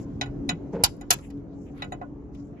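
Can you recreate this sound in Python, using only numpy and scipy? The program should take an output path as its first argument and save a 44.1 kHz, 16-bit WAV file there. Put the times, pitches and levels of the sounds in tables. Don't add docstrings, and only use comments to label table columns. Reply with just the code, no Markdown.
import sys
import numpy as np
from scipy import signal
from scipy.io import wavfile
from scipy.ndimage import uniform_filter1d

SR = 44100
rng = np.random.default_rng(int(sys.argv[2]) if len(sys.argv) > 2 else 0)


def output_pcm(signal):
    pcm = np.clip(np.atleast_2d(signal).T, -1, 1) * 32767
    wavfile.write(sys.argv[1], SR, np.round(pcm).astype(np.int16))


def volts_from_db(level):
    exponent = np.asarray(level, float) / 20
    return 10 ** exponent


N = 114660
LAG_S = 0.0004


def evened(x):
    return x / np.sqrt(np.mean(x ** 2) + 1e-20)


def read(points, hz):
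    f, value = np.transpose(points)
    return np.interp(np.log(hz + 1), np.log(f + 1), value)


def add(mix, s, sound):
    part = mix[..., max(round(s * SR), 0):][..., :sound.shape[-1]]
    part += sound[..., :part.shape[-1]]


def colour(x, db_of):
    gain_db = np.maximum(db_of(abs(np.fft.fftfreq(2048, 1 / SR))), -100)
    minimum_phase = np.exp(np.conj(signal.hilbert(np.log(volts_from_db(gain_db)))))
    taps = np.fft.ifft(minimum_phase).real[:1024]
    taps = taps.reshape((1,) * (x.ndim - 1) + (-1,))
    return signal.fftconvolve(x, taps, axes=-1)[..., :x.shape[-1]]


def tilt(x, slope_db):
    def gain_db(f):
        treble = slope_db * np.log2(np.maximum(f, 1000) / 1000)
        return treble + 12 * np.log2(np.clip(f, 1, 550) / 550)
    return colour(x, gain_db)


def passed(x, order, hz, kind="low"):
    return signal.sosfilt(signal.butter(order, hz, kind, fs=SR, output="sos"), x)


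def wander(rate_hz, size):
    t = np.arange(size) / SR
    rates = np.geomspace(rate_hz / 10, rate_hz, 12)
    return evened(sum(np.sin(2 * np.pi * (f * t + rng.random())) / np.sqrt(f) for f in rates))


def resonate(x, hz, width):
    return signal.lfilter(*signal.iirpeak(hz, hz / max(width, 1), SR), x)


# (frequency [Hz], likeness [0 to 1])
SIDE_LIKENESS = [(60, 1), (290, 0.73), (640, 0.55), (1400, 0.14), (8000, .05)]


def wash(spectrum, level, patchy_db):
    frames, hz = N // 512 + 5, np.fft.rfftfreq(2048, 1 / SR)
    a, b, c, d, patches = rng.standard_normal((frames, 1025, 5)).T
    patches = uniform_filter1d(uniform_filter1d(patches, size=6, axis=0), size=6, axis=1)
    same = np.clip(read(SIDE_LIKENESS, hz), -1, 1)[:, None]
    left = a + 1j * b
    right = same * left + np.sqrt(1 - same ** 2) * (c + 1j * d)
    gain = volts_from_db(read(spectrum, hz)[:, None] + patchy_db * evened(patches))
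    noise = signal.istft(np.array([left, right]) * gain, nperseg=2048, noverlap=1536)[1][:, :N]
    return evened(noise) * volts_from_db(np.interp(np.arange(N) / SR, *np.transpose(level)))


# (frequency [Hz], level [dB per Hz])
RUMBLE_SPECTRUM = [(22, -31.5), (40, -5), (69, -10.5), (218, -10), (287, -14), (318, -10), (427, -20.5),
                   (549, -23.5), (3000, -59.5), (3900, -100), (6600, -120)]
# (time [s], level [dB])
RUMBLE_LEVEL = [(0.0, -37.5), (0.23, -38.5), (0.38, -37), (0.62, -38.5), (1.01, -40.5), (1.34, -43.5),
                (1.42, -42), (2.6, -43)]


def rumble():
    return wash(RUMBLE_SPECTRUM, RUMBLE_LEVEL, patchy_db=2.5)


# (frequency [Hz], level [dB per Hz])
HISS_SPECTRUM = [(500, 3), (1500, -9.5), (3000, 2.5), (7000, -5.5), (9000, -19.5), (16000, -6.5)]
# (time [s], level [dB])
HISS_LOUDNESS = [(0.0, -74.5), (1.11, -76.5), (1.321, -76.5), (1.56, -88), (1.851, -73), (2.05, -82.5),
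                 (2.36, -85.5), (2.6, -81.5)]


def hiss():
    return wash(HISS_SPECTRUM, HISS_LOUDNESS, patchy_db=4)


# (frequency [Hz], level [dB])
HUM_TONES = [(141, -11.5), (282, -2), (423.5, -14)]
# (time [s], pitch [Hz], level [dB rms])
HUM_COURSE = [(0.0, 276, -29), (0.032, 293, -69), (0.05, 280.2, -45), (0.43, 281.6, -38),
              (0.49, 277.4, -40), (0.829, 285.8, -43), (0.848, 283.3, -57), (0.98, 283, -41.5),
              (1.15, 284, -58.5), (1.35, 281.8, -37.5), (1.48, 277.7, -50), (1.59, 281.7, -39.5),
              (1.66, 281.4, -46), (2.53, 283.3, -44.5), (2.591, 275.9, -57), (2.6, 268, -60.5)]
HUM_WOBBLE_DB, HUM_PAN_DB = 2.5, 1
WHINE_HZ, WHINE_DB = 6050, -95


def hum():
    t = np.arange(N) / SR
    s, pitch, level = np.transpose(HUM_COURSE)
    speed = np.interp(t, s, pitch) / HUM_TONES[1][0] + 0.0053 * wander(rate_hz=30, size=N)
    turns = np.cumsum(speed) / SR
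    tone = np.zeros(N)
    for hz, db in HUM_TONES:
        wobble_db = HUM_WOBBLE_DB * wander(rate_hz=30, size=N)
        tone += np.sqrt(2) * volts_from_db(db + wobble_db) * np.sin(2 * np.pi * hz * turns)
    whine = volts_from_db(WHINE_DB) * evened(resonate(rng.standard_normal((N, 2)).T, WHINE_HZ, 90))
    pan_db = np.array([[HUM_PAN_DB], [-HUM_PAN_DB]])
    return tone * volts_from_db(np.interp(t, s, level) + pan_db) + whine


# (time of peak [s], level [dB], rise [s], fall
# [s], centre [Hz])
NOISE_SWELLS = [(.002, -66, .01, .02, 2800), (.005, -72, .01, .03, 11000), (.028, -65, .028, .018, 5950),
                (.488, -61, .003, .002, 3800), (.736, -66, .01, .018, 5600), (.748, -62, .02, .04, 1900),
                (.82, -66, .02, .015, 2300), (.833, -61, .008, .002, 4800),
                (1.103, -61, .006, .002, 4000), (1.235, -61, .02, .035, 2330),
                (1.242, -67, .06, .045, 8630), (1.53, -78, .04, .04, 3900), (1.62, -76.5, .07, .1, 6400),
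                (1.649, -79.5, .023, .03, 13000), (1.687, -67, .033, .016, 2336),
                (1.79, -74, .035, .02, 11000), (1.805, -57, .05, .04, 1200),
                (1.808, -59, .045, .025, 2000), (1.81, -64, .04, .01, 3400),
                (2.348, -71, .018, .03, 5090), (2.405, -72, .025, .027, 5231),
                (2.47, -81, .046, .04, 6990), (2.595, -64, .034, .04, 2120)]
RUSTLE_OCTAVES, RUSTLE_GRAIN_DB = 0.4, 2


def rustles():
    out, t = np.zeros((2, N)), np.arange(N) / SR
    for s, db, rise, fall, hz in NOISE_SWELLS:
        first = max(round((s - 0.2) * SR), 0)
        u = t[first:first + 17000] - s
        grain_db = RUSTLE_GRAIN_DB * wander(rate_hz=110, size=len(u))
        grain = rng.standard_normal((len(u), 2)).T * volts_from_db(grain_db)
        band = colour(grain, lambda f: -6 * (np.log2((f + 1) / hz) / RUSTLE_OCTAVES) ** 2)
        swell = np.exp(-(u / np.where(u < 0, rise, fall)) ** 2)
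        add(out, first / SR, volts_from_db(db) * evened(band) * swell)
    return out


# (time of peak [s], level [dB], half length
# [s], pitch [Hz])
TONE_SWELLS = [
    (0.159, -49, 0.067, 48.6),
    (.29, -39, 0.12, 127.4),
    (.38, -39.5, 0.031, 164.4),
    (.54, -37.5, 0.03, 159),
    (0.766, -29.5, 0.011, 456),
    (1.329, -42.5, 0.024, 51),
    (1.58, -45.5, 0.077, 182.8),
]


def booms():
    out = np.zeros(N)
    for s, db, half, hz in TONE_SWELLS:
        t = np.arange(-half, half, 1 / SR)
        swell = np.cos(np.pi / 2 * t / half)
        add(out, s - half, np.sqrt(2) * volts_from_db(db) * swell * np.sin(2 * np.pi * hz * t))
    return out


# (pitch [Hz], level [dB], time to fall 60 dB [s], rise [s])
CLAMP_TONES = [(620, -8, .04, .003), (740, 3, .02, .0005), (1030, -6, .018, .0005), (1460, 0, .045, .004),
               (2000, -2, .035, .0005), (2560, 1, .025, .001), (2950, -9, .07, .002),
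               (3870, 2, .028, .0003), (4120, -6, .03, .001), (4900, -4, .04, .002),
               (5300, -5, .025, .0008), (6850, -4, .055, .001), (10500, -8, .025, .0003),
               (13600, -20, .025, .0003)]
MIDDLE_FROM_HZ, TOP_FROM_HZ = 4400, 6000


def clamp_ring(t):
    groups = np.zeros((3, len(t)))
    for hz, db, t60, rise in CLAMP_TONES:
        group = int(hz > MIDDLE_FROM_HZ) + int(hz > TOP_FROM_HZ)
        start = (1 - np.exp(-t / max(rise, 1 / SR))) ** 2
        groups[group] += volts_from_db(db - 60 * t / t60) * start * np.sin(2 * np.pi * hz * t)
    return groups


# (time [s], level [dB], tilt above 1 kHz [dB per octave], middle tones [dB], top tones [dB])
CLAMP_TAPS = [
    (.2113, -25, 0.5, -1, -17),
    (.229, -49, -2, 5, -2),
    (.2583, -36, -8, -24.5, -23),
    (.4905, -23.5, 1, -1.5, -5.5),
    (1.0105, -37, -9, -16.5, -12),
    (1.8203, -28, -2.5, -14.5, -19),
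    (1.842, -37.5, -11, -21.5, -17),
    (1.9205, -27.5, -10, -36, -17),
    (2.0133, -25, -19.5, -38, -50.5),
    (2.021, -40, -17, -41, -37),
]
RATTLE_DB, RATTLE_S, RATTLE_RISE_S = -9, 0.005, 0.00035
SCRATCH_DB, SCRATCH_T60_S, SCRATCH_TOP_HZ = -8, 0.075, 3300
FIZZ_DB, FIZZ_T60_S, FIZZ_TOP_HZ = -10, 0.036, 7000
SPIT_DB, SPIT_T60_S, SPIT_FROM_HZ = -12, 0.02, 5500
BODY_TOP_HZ = 4300


def taps():
    out, t = np.zeros(N), np.arange(6000) / SR
    groups = clamp_ring(t)
    start = np.minimum(t / RATTLE_RISE_S, 1)
    for s, db, slope_db, middle_db, top_db in CLAMP_TAPS:
        g, h, u = rng.standard_normal(len(t)), rng.standard_normal(len(t)), rng.random(len(t))
        rattle = (u < 0.15) * g * start * np.exp(-t / RATTLE_S)
        strike = (t == 0) + volts_from_db(RATTLE_DB) * rattle / np.linalg.norm(rattle)
        body, middle, shine = (signal.fftconvolve(strike, ring)[:len(t)] for ring in groups)
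        scratch = start * volts_from_db(SCRATCH_DB - 60 * t / SCRATCH_T60_S) * evened(passed(h, 8, SCRATCH_TOP_HZ))
        fizz_noise = evened(passed(h, 4, [MIDDLE_FROM_HZ, FIZZ_TOP_HZ], "band"))
        fizz = start * volts_from_db(FIZZ_DB - 60 * t / FIZZ_T60_S) * fizz_noise
        spit = start * volts_from_db(SPIT_DB - 60 * t / SPIT_T60_S) * evened(passed(h, 4, SPIT_FROM_HZ, "high"))
        body = passed(tilt(body + scratch, slope_db), 6, BODY_TOP_HZ)
        uneven = volts_from_db(3.4 * evened(uniform_filter1d(g, size=90)))
        bright = volts_from_db(middle_db) * (middle + fizz) + volts_from_db(top_db) * (uneven * shine + spit)
        add(out, s, volts_from_db(db) * (body + bright))
    return out


# (time [s], level [dB], pulse rate [Hz])
GROAN_COURSE = [
    (0.713, -69.5, 150),
    (0.736, -33.5, 149.5),
    (.762, -29, 156.4),
    (0.784, -38.5, 150.7),
    (0.811, -33, 141),
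    (.84, -45, 130),
]
# (frequency [Hz], width [Hz], level [dB])
HOUSING_TONES = [(178, 36, 0), (456, 130, 3), (812, 130, -8.5), (1173.5, 270, -23)]
GROAN_JITTER, GROAN_ROUGH = 0.3, 0.6


def groan():
    s, db, rate = np.transpose(GROAN_COURSE)
    t = np.arange(N) / SR
    turns = np.cumsum(np.interp(t, s, rate) * (1 + GROAN_JITTER * wander(rate_hz=110, size=N))) / SR
    pulses = np.diff(np.floor(turns), prepend=0)
    drive = (1 - GROAN_ROUGH) * evened(pulses) + GROAN_ROUGH * rng.standard_normal(N)
    body = np.zeros(N)
    for hz, width, gain_db in HOUSING_TONES:
        body += volts_from_db(gain_db) * evened(resonate(resonate(drive, hz, width), hz, 2 * width))
    return evened(body) * volts_from_db(np.interp(t, s, db, -120, -120))


# (time [s], level [dB], burn time [s], tilt above 1 kHz [dB per octave])
SPARK_SNAPS = [(0.8363, -23, 0.0031, -9.5), (0.8371, -5.5, 0.0042, 2), (0.8447, -11, 0.0044, 5.5),
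               (.8495, -30, .017, 2), (0.967, -57, 0.0027, 8), (1.1041, -24.5, .002, 1),
               (1.1062, -20.5, 0.0047, -16), (1.0109, -50.5, 0.0037, 1), (1.1056, -10, 0.0061, 0.5),
               (1.1128, -14, 0.0044, -0.5), (1.118, -28.5, .007, 2.5), (1.1253, -23.5, 0.018, 4.5),
               (1.187, -46, 0.004, -6), (1.3021, -55.5, 0.0078, -3), (1.375, -63, 0.0016, -1.5),
               (1.399, -63.5, 0.0015, -5.5), (1.778, -54, 0.0017, -5), (1.8364, -59.5, 0.0017, -3),
               (2.35, -48, 0.0012, -5), (2.389, -57, .003, -8.5), (2.531, -61.5, 0.0025, -9.5)]
SPARK_RISE_S, SPARK_DROP_DB, SPARK_T60_S = 0.0008, -7.5, 0.0046
CRACKLE_PER_S, CRACKLE_DB = 12000, 4


def sparks():
    out, t = np.zeros(N), np.arange(3000) / SR
    for s, db, burn, slope_db in SPARK_SNAPS:
        u, e, g = rng.random(len(t)), rng.exponential(1, len(t)), rng.standard_normal(len(t))
        clicks = (u < CRACKLE_PER_S / SR) * np.sign(g) * volts_from_db(CRACKLE_DB * np.minimum(e, 3))
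        crackle = evened(tilt(evened(clicks + 0.3 * g), slope_db))
        flare = np.minimum(t / SPARK_RISE_S, 1) ** 2
        burning_db = SPARK_DROP_DB * np.minimum(t / burn, 1)
        dying_db = -60 * np.maximum(t - burn, 0) / SPARK_T60_S
        add(out, s - 0.001, volts_from_db(db) * flare * volts_from_db(burning_db + dying_db) * crackle)
    return out


# (time [s], level [dB], length [s])
AIR_POPS = [
    (.8368, -8, .0008),
    (1.1052, -18, .0007),
    (1.1274, -23, .0008),
]
THUMP_HZ, THUMP_DB, THUMP_T60_S = 66.86, -14, 0.064
POP_PAN_DB, THUMP_PAN_DB = -1.5, -4


def pops():
    out, t = np.zeros((2, N)), np.arange(5000) / SR
    thump = volts_from_db(THUMP_DB - 60 * t / THUMP_T60_S) * np.sin(2 * np.pi * THUMP_HZ * t)
    for s, db, length in AIR_POPS:
        u = np.pi * t / length
        push = np.sin(u) * np.exp(-0.3 * u)
        for k, side in enumerate((1, -1)):
            pop = push * volts_from_db(side * POP_PAN_DB) - thump * volts_from_db(side * THUMP_PAN_DB)
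            add(out[k], s + LAG_S * (1 - k), volts_from_db(db) * pop)
    return out


# (time [s], level [dB], length [s], from pitch [Hz], to pitch [Hz])
SINGING_ARCS = [
    (.8372, -14, 0.0082, 5400, 4300),
    (.837, -16.5, 0.0032, 10000, 12600),
    (1.1055, -17.5, .006, 7200, 4600),
    (1.1115, -22, .006, 7400, 8400),
    (1.1055, -21, 0.0038, 8600, 14000),
]
ARC_FLUTTER, ARC_FLUTTER_HZ = 0.6, 700


def arcs():
    out = np.zeros(N)
    for s, db, length, from_hz, to_hz in SINGING_ARCS:
        g = rng.standard_normal(600)
        u = np.arange(0, length, 1 / SR) / length
        slow = evened(signal.lfilter(*signal.butter(2, ARC_FLUTTER_HZ, fs=SR), g))[-len(u):]
        turns = np.cumsum(from_hz + (to_hz - from_hz) * u) / SR
        swell = np.sin(np.pi * u) * (1 + ARC_FLUTTER * slow)
        add(out, s, volts_from_db(db) * swell * np.sin(2 * np.pi * turns))
    return out


# (frequency [Hz], time to fall 60 dB [s])
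NEAR_DECAY = [(500, 0.098), (1320, 0.1), (3480, 0.075), (9190, 0.013)]
NEAR_DB, FAR_DB, FAR_T60_S, FAR_TOP_HZ = -4, -28, 0.25, 7000


def room(sources, wet_db):
    size = SR // 2
    g = rng.standard_normal((size, 4)).T
    g[:, :60] = 0
    sparse = np.sign(g[:2]) * (abs(g[2:]) > 1.6)
    hz, t, z = signal.stft(sparse, SR, nperseg=128)
    fading = volts_from_db(-60 * t / read(NEAR_DECAY, hz)[:, None])
    near = signal.istft(z * fading, SR, nperseg=128)[1][:, :size]
    far = signal.lfilter(*signal.butter(2, FAR_TOP_HZ, fs=SR), g[2:])
    far = far * volts_from_db(-60 * np.arange(size) / SR / FAR_T60_S)
    tail = volts_from_db(NEAR_DB) * near / np.linalg.norm(near[0]) + volts_from_db(FAR_DB) * far / np.linalg.norm(far[0])
    dry = sources.sum(0)
    wet = (sources * volts_from_db(np.array(wet_db))[:, None]).sum(0)
    direct = np.array([np.roll(dry, round(LAG_S * SR)), dry])
    return direct + signal.fftconvolve(wet[None], tail, axes=1)[:, :N]


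def scene():
    background = rumble() + hiss() + hum() + booms()
    metal = taps()
    close = room(np.array([sparks() + arcs(), metal]), wet_db=[0, -2.5]) + pops()
    return background + rustles() + groan() + close


# (frequency [Hz], gain [dB])
LEFT_COLOUR = [(3500, 1.5), (4500, 1.5), (7500, 11.5), (8200, -4.5), (9000, -11), (10000, -18),
               (15000, -38), (16000, -85)]
RIGHT_COLOUR = [(5000, 1.5), (6500, -9), (7500, -20.5), (9000, -12), (9800, 7.5), (12500, 3.5),
                (15000, -4.5), (16000, -56.5)]


def microphones(dry):
    sides = zip(dry, (LEFT_COLOUR, RIGHT_COLOUR))
    return np.array([colour(x, lambda f: read(mic, f)) for x, mic in sides])


def band_limit(x):
    return signal.sosfilt(signal.butter(12, 15960, fs=SR, output="sos"), x)


def record(dry):
    ceiling = 1.2
    held = ceiling * np.tanh(microphones(dry) / ceiling)
    held = passed(held, 4, 38, "high")
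    edge = signal.firwin(255, 15600, window=("kaiser", 9), fs=SR)
    mix = signal.oaconvolve(held, edge[None], "same")
    return band_limit(mix)


dry = scene()
out = record(dry)
output_pcm(out)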